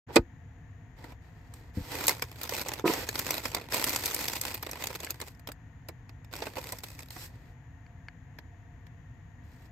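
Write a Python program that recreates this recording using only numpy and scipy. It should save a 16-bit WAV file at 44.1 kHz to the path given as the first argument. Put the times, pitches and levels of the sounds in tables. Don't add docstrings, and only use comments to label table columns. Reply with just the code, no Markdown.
import sys
import numpy as np
from scipy import signal
from scipy.fft import rfft, irfft, next_fast_len
from scipy.io import wavfile

SR = 44100
rng = np.random.default_rng(int(sys.argv[2]) if len(sys.argv) > 2 else 0)


def unload_wav(signal):
    wavfile.write(
        sys.argv[1],
        SR,
        np.round(np.clip(np.atleast_2d(signal).T, -1, 1) * 32767).astype(np.int16),
    )


N = 428211
TIME = np.arange(N) / SR

# frequency_hz, level_db
PAPER = [(120, -20.5), (250, -2.5), (400, 2), (1000, -1.5), (2200, -8), (4000, -5), (8000, -7),
         (11000, -11), (15000, -10), (17000, -24.5)]
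# centre_hz, width_hz, boost_db
CAVITY = [(295.8, 63, 11), (496, 55, 6), (915, 190, 7), (2050, 590, 9), (2490, 250, 6.5), (3360, 380, 2),
          (4680, 790, 4), (7800, 780, 2), (12400, 3000, 6)]
# frequency_hz, left_over_right_db
BALANCE = [(100, -0.7), (330, 1.5), (550, -9), (800, -2), (1100, -3), (1600, 0.5), (2300, -2.5),
           (3500, -2.5), (7000, 0), (15000, -0.5)]


def crease_snaps():
    # start_s, level_db, brightness_db
    snaps = [(1.537, -53.5, 2.5), (2.067, -39, 12), (2.08, -23, 4), (2.092, -26, 1), (2.221, -32, -2),
             (2.432, -47.5, 13.5), (2.492, -37, 1), (2.684, -38.5, 4.5), (2.735, -37.5, 1.5),
             (2.876, -35, -7.5), (2.935, -34.5, -0.5), (3.088, -33, -0.5), (3.154, -37, -2), (3.19, -34, 5),
             (3.306, -33.5, 5.5), (3.454, -34.5, -4), (3.546, -30, 1), (3.721, -46, -6), (3.742, -31, 3.5),
             (3.84, -29, 4), (3.892, -36.5, 6.5), (3.959, -31.5, 3.5), (4.057, -41.5, 15.5),
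             (4.144, -35, 8), (4.281, -33.5, 2.5), (4.412, -39, 10), (4.543, -38, 4), (4.626, -39.5, 2.5),
             (4.712, -46.5, 10), (4.838, -35, 0.5), (4.869, -36.5, 3.5), (5.002, -45, 2),
             (5.045, -41.5, 3.5), (5.104, -38.5, 8), (5.2, -44.5, -1), (5.213, -40, 1), (5.394, -61, 0),
             (5.472, -43.5, -1.5), (5.517, -49.5, 3), (5.885, -53.5, 8.5), (6.092, -57.5, -5),
             (6.245, -61.5, -2), (6.362, -45, 1.5), (6.721, -39.5, 3.5), (6.785, -48, 3.5),
             (6.99, -47, -1.5), (7.104, -47.5, 1.5), (8.386, -54, -7), (8.866, -64, -7.5)]
    return contacts(snaps, zone_db=[-3, 1, 2.5], delay_s=.00065, rise_s=.000866, t60s=[.035, .026, .02])


def sheet_rustle():
    # start_s, length_s, level_db, brightness_db, swell_db
    strokes = [(1.895, 0.22, -42, 0, 8), (2.14, 0.26, -54.5, -1, -7.5), (2.365, 0.13, -49.5, 0.5, -4),
               (2.49, .12, -42, 1.5, -3.5), (2.64, 0.14, -44.5, -4.5, -1.5), (3.06, 0.19, -46.5, 1, 8),
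               (3.245, 0.13, -39, 0, 3.5), (3.42, 0.044, -39.5, 1.5, 1.5), (3.51, 0.14, -48.5, -7, -2.5),
               (3.698, 0.13, -38, 1, -2), (3.85, .51, -41.5, 3, -1), (4.4, 0.16, -44.5, 0.5, -7),
               (4.6, 0.16, -49, -4, 3), (4.775, 0.044, -40.5, -1, 4.5), (4.88, 0.083, -49.5, 0, -3),
               (4.98, 0.26, -55.5, -2.5, -7), (5.19, 0.093, -58, 1.5, 7), (6.31, .16, -48, -2.5, -3),
               (6.47, 0.073, -52.5, -3, -0.5), (6.56, 0.2, -50.5, 1.5, -2.5), (6.82, 0.26, -57, 2.5, -16)]
    levels = stroke_levels(strokes, attack_s=.021, release_s=.25, body_loss=.51)
    return sliding(levels, zone_db=[-1.5, -.5, -.5], snaps_per_s=620, spread_db=5.5, hiss_db=-7.5,
                   t60s=[.032, .02, .014])


def latch_click():
    # start_s, level_db, brightness_db
    parts = [(.1578, -23.5, 6.5), (.1605, -25.5, -0.5), (.1640, -23, -4)]
    clicks = contacts(parts, zone_db=[6, 2, 2], delay_s=.0001, rise_s=.001, t60s=[.06, .04, .03])
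    return signal.lfilter(*signal.butter(2, 7625, "low", fs=SR), clicks)


def lid_knock():
    # start_s, level_db, contact_ms
    blows = [(.1600, -21, 0.27), (.1640, -8.5, 0.74), (.1795, -24, 1.7)]
    # pitch_hz, level_db, t60_s
    modes = [(254, -12, .11), (342, 0.5, 0.12), (457, 2.5, .06), (553, -2.5, .05), (747, -15.5, 0.046),
             (1005, -7, 0.036), (1145, -13, .055), (1248, -5.5, 0.067), (1490, -5, 0.057),
             (1615, -17, 0.058), (2010, -24, .055), (1900, -21.5, 0.07), (2500, -28.5, .047)]
    return struck(blows, modes, level_db=-1, pan_db=0)


def bin_bumps():
    # start_s, level_db, contact_ms
    bumps = [(.1900, -12.5, 3.2), (1.7715, -14.5, 2.7), (1.7815, -18, 3.2), (1.805, -21, 5),
             (7.44, -39, 5.7)]
    # pitch_hz, level_db, t60_s
    modes = [(80.3, 1.5, 0.014), (205, -11.5, 0.025), (277, -22.5, 0.11), (447, -38, 0.12),
             (497, -18, 0.12)]
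    return struck(bumps, modes, level_db=5, pan_db=2.1)


def packet_judder():
    # start_s, level_db, contact_ms
    slips = [(2.8415, -19.5, 1.04), (2.8490, -26, 0.28), (2.8555, -18.5, 0.19), (2.8610, -22, 0.55),
             (2.8750, -21.5, .6), (2.8870, -27, 0.58), (2.8965, -21.5, 0.67), (2.9035, -24, 0.46)]
    # pitch_hz, level_db, t60_s
    modes = [(342.5, -8, 0.19), (383, 2, 0.054), (452, -4.5, 0.038), (687, -11, 0.094), (983, -4.5, 0.067),
             (1250, -12, 0.055)]
    return struck(slips, modes, level_db=0, pan_db=-1)


def settling_ticks():
    # start_s, level_db, contact_ms
    ticks = [(5.0720, -36, 0.13), (5.5175, -43, 0.22), (7.865, -53, .1), (8.0848, -37.5, .12),
             (8.3868, -44.5, 0.12)]
    # pitch_hz, level_db, t60_s
    modes = [(1080, -6, 0.013), (1700, 4, 0.017), (2140, 7, 0.011), (2880, -13, 0.022), (4400, -4, 0.014)]
    return struck(ticks, modes, level_db=-1, pan_db=5.5)


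def finger_pats():
    # start_s, level_db
    pats = [(1.039, -43.5), (1.118, -49.5), (2.52, -32.5), (2.658, -37.5), (2.803, -46), (3.563, -34),
            (4.9, -37), (5.219, -39.5), (5.485, -37.5), (5.885, -40), (6.419, -31.5), (6.465, -34),
            (6.566, -33.5), (6.58, -34.5), (6.654, -46.5), (6.726, -38.5), (7.161, -42)]
    return contacts([(start_s, level_db, 0) for start_s, level_db in pats], zone_db=[1, -6, -12],
                    delay_s=.00097, rise_s=.0022, t60s=[.055, .04, .035])


def hiss_and_brushing():
    # start_s, length_s, level_db, brightness_db, swell_db
    swishes = [(.08, 0.026, -56, -15.5, -1.5), (.11, .045, -55.5, -2.5, 19.5), (.96, .16, -62, -7, -0.5),
               (1.2, .5, -72, -6, 8), (1.53, 0.066, -64, 0, -5.5), (1.73, 0.19, -55, -1, 12),
               (1.9, .14, -45.5, -2, 0.5), (2.85, 0.19, -38.5, -1.5, -9), (7.1, 0.16, -56, 5, 5.5),
               (7.28, 0.24, -69.5, -5.5, -7.5), (9.42, 0.24, -71.5, -2, 5.5)]
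    levels = stroke_levels(swishes, attack_s=.025, release_s=.12, body_loss=1)
    return sliding(levels, zone_db=[-1, -1, -1], snaps_per_s=3700, spread_db=2.5, hiss_db=0,
                   t60s=[.04, .025, .02], facet_count=4)


def cabin_tone():
    # frequency_hz, level_db
    rumble = [(15, -53), (25, -20), (50, -5.5), (107, -2), (139, -8), (168, -10.5), (193, -23.5),
              (254, -15.5), (318, -25.5), (414, -38), (470, -27), (500, -33), (650, -68), (1100, -120)]
    # frequency_hz, level_db
    air = [(260, -39.5), (450, -8), (616, -14.5), (705, -1.5), (806, -13.5), (868, -5.5), (1240, -14),
           (1830, -9.5), (2790, -18.5), (4630, -31.5), (5300, -33.5), (6930, -21), (7930, -45),
           (13600, -37.5), (16000, -46)]
    # centre_hz, width_hz, boost_db
    hum = [(263, 25, 1), (670, 140, 2.5), (885, 60, 0.5), (1860, 250, 6)]
    return (steady_noise(rumble, hum) * from_db(-49) * pan(1.5)
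            + steady_noise(air, hum) * from_db(-63.5) * pan(8.5))


def crease(rise_s, t60s, size=4096):
    hz, t = bins(size), np.arange(size) / SR
    facet = np.column_stack([np.geomspace(250, 16000, num=48), rng.normal(0, 4.5, size=48)])
    field = diffuse(hz) * colour(PAPER, CAVITY, hz) * from_db(at_hz(facet, hz))
    box_ring = from_db(-60 * t / np.array(t60s)[:, None])
    cabin_tail = from_db(-23 - 60 * t / .075)
    envelope = (box_ring + cabin_tail) * (1 - np.exp(-(t / rise_s) ** 2))
    burst = irfft(zones(hz)[:, None] * field) * envelope[:, None]
    energy = np.sum(burst ** 2, axis=(1, 2), keepdims=True)
    return burst / np.sqrt(energy / (.01 * SR))


def contacts(hits, zone_db, delay_s, rise_s, t60s):
    out = np.zeros((2, N))
    for start_s, level_db, brightness_db in hits:
        gains = from_db(level_db + brightness_db * np.array([-1, -1, 1]) + zone_db)
        snap = np.tensordot(gains, crease(rise_s, t60s), axes=1)
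        add(out, snap, start_s + delay_s)
        creak = np.tensordot(gains, crease(rise_s, t60s), axes=1)
        add(out, creak * from_db(-19), start_s - .002)
    return out


def stroke_levels(strokes, attack_s, release_s, body_loss):
    power, t = np.zeros((3, N)), np.arange(SR) / SR
    for start_s, length_s, level_db, brightness_db, swell_db in strokes:
        attack = np.minimum(t / attack_s, 1)
        hold = from_db(level_db + swell_db * (np.minimum(t / length_s, 1) - .5))
        release = from_db(-60 * np.maximum(t - length_s, 0) / release_s)
        tilt = from_db(brightness_db * np.array([-body_loss, 0, 1]))
        add(power, np.outer(tilt, attack * hold * release) ** 2, start_s)
    return np.sqrt(power)


def sliding(levels, zone_db, snaps_per_s, spread_db, hiss_db, t60s, facet_count=40):
    speed = np.clip(levels[2] / np.max(levels[2]), .02, 1) ** .6
    grip = np.interp(TIME, np.arange(0, 10, .03), rng.gamma(2, .5, 334))
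    onsets = np.flatnonzero(rng.random(N) < speed * grip * snaps_per_s / SR)
    strength = from_db(spread_db * np.minimum(rng.exponential(1, N), 3))
    strength = strength * rng.choice([-1, 1], N) / np.sqrt(speed)
    which_facet = rng.integers(0, facet_count, N)
    facets = [crease(.0004, t60s, size=2048).sum(axis=0) for _ in range(facet_count)]
    grains = np.zeros((2, N))
    for i in onsets:
        add(grains, strength[i] * facets[which_facet[i]], i / SR)
    hiss = from_db(hiss_db) * steady_noise(PAPER, CAVITY)
    size = next_fast_len(N, True)
    spectrum = rfft(unit_power(grains) + hiss, size)
    bands = [unit_power(irfft(spectrum * zone, size)[:, :N]) for zone in zones(bins(size))]
    return sum(level * from_db(db) * band for level, db, band in zip(levels, zone_db, bands))


def struck(blows, modes, level_db, pan_db):
    force, out = np.zeros(N), 0
    for start_s, blow_db, contact_ms in blows:
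        push = np.hanning(max(round(contact_ms * SR / 1000), 1) + 2)
        add(force, from_db(blow_db) * push / push.sum(), start_s)
    for pitch_hz, mode_db, t60_s in modes:
        radius, angle = from_db(-60 / (t60_s * SR)), 2 * np.pi * pitch_hz / SR
        feedback = [1, -2 * radius * np.cos(angle), radius ** 2]
        ring = signal.lfilter([0, np.sin(angle)], feedback, force + 1e-18)
        radiated = signal.lfilter(*signal.butter(2, pitch_hz / 2, "high", fs=SR), ring)
        out = out + pan(pan_db + at_hz(BALANCE, pitch_hz)) * from_db(mode_db + level_db) * radiated
    return out


def steady_noise(tone, resonances):
    size = next_fast_len(N, True)
    hz = bins(size)
    return unit_power(irfft(diffuse(hz) * colour(tone, resonances, hz), size)[:, :N])


def diffuse(hz):
    # frequency_hz, coherence
    likeness = [(100, .97), (350, .94), (700, .7), (1500, .55), (3000, .1), (5500, .15), (7500, .6),
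                (9500, .97), (14000, .95), (16000, .75)]
    # frequency_hz, lag_rad
    left_lag = [(7000, 0), (8300, 1.2), (10000, 3.14), (13400, 6.28), (16300, 9.4)]
    mid, side = rng.standard_normal((2, len(hz))) + 1j * rng.standard_normal((2, len(hz)))
    alike = np.clip(at_hz(likeness, hz), -1, 1)
    mid, side = mid * np.sqrt(1 + alike), side * np.sqrt(1 - alike)
    left = (mid + side) * np.exp(-1j * at_hz(left_lag, hz))
    return np.array([left, mid - side]) * pan(at_hz(BALANCE, hz))


def zones(hz):
    limits = [250, 1200, 4500, 16000]
    body, below_edge = [1 / (1 + (hz / crossover_hz) ** 4) for crossover_hz in limits[1:3]]
    return np.array([body, below_edge - body, 1 - below_edge])


def colour(tone, resonances, hz):
    peaks_db = sum(db / (1 + (2 * (hz - centre) / width) ** 2) for centre, width, db in resonances)
    return from_db(at_hz(tone, hz) + peaks_db)


def at_hz(points, hz):
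    knots, values = np.transpose(points)
    return np.interp(np.log(hz + 1e-3), np.log(knots), values)


def bins(size):
    return np.arange(size // 2 + 1) * SR / size


def from_db(db):
    return 10 ** (np.asarray(db) / 20)


def pan(left_over_right_db):
    return from_db(left_over_right_db * np.array([[.5], [-.5]]))


def unit_power(x):
    return x / np.sqrt(np.mean(x ** 2) + 1e-20)


def add(out, sound, start_s):
    start = max(round(start_s * SR), 0)
    out[..., start:start + sound.shape[-1]] += sound[..., :N - start]


def scene():
    box = latch_click() + lid_knock() + bin_bumps()
    packets = crease_snaps() + packet_judder() + settling_ticks()
    hand = finger_pats() + sheet_rustle()
    return box + packets + hand + hiss_and_brushing() + cabin_tone()


def record(dry):
    faded_in = dry * np.clip((TIME - .066) / .008, 0, 1)
    thinned = signal.sosfilt(signal.butter(4, 34, "high", fs=SR, output="sos"), faded_in)
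    rounded = 1.291 * np.tanh(thinned / 1.276)
    return signal.sosfilt(signal.ellip(10, .2, 70, 15900, "low", fs=SR, output="sos"), rounded)


dry = scene()
out = record(dry)
unload_wav(out)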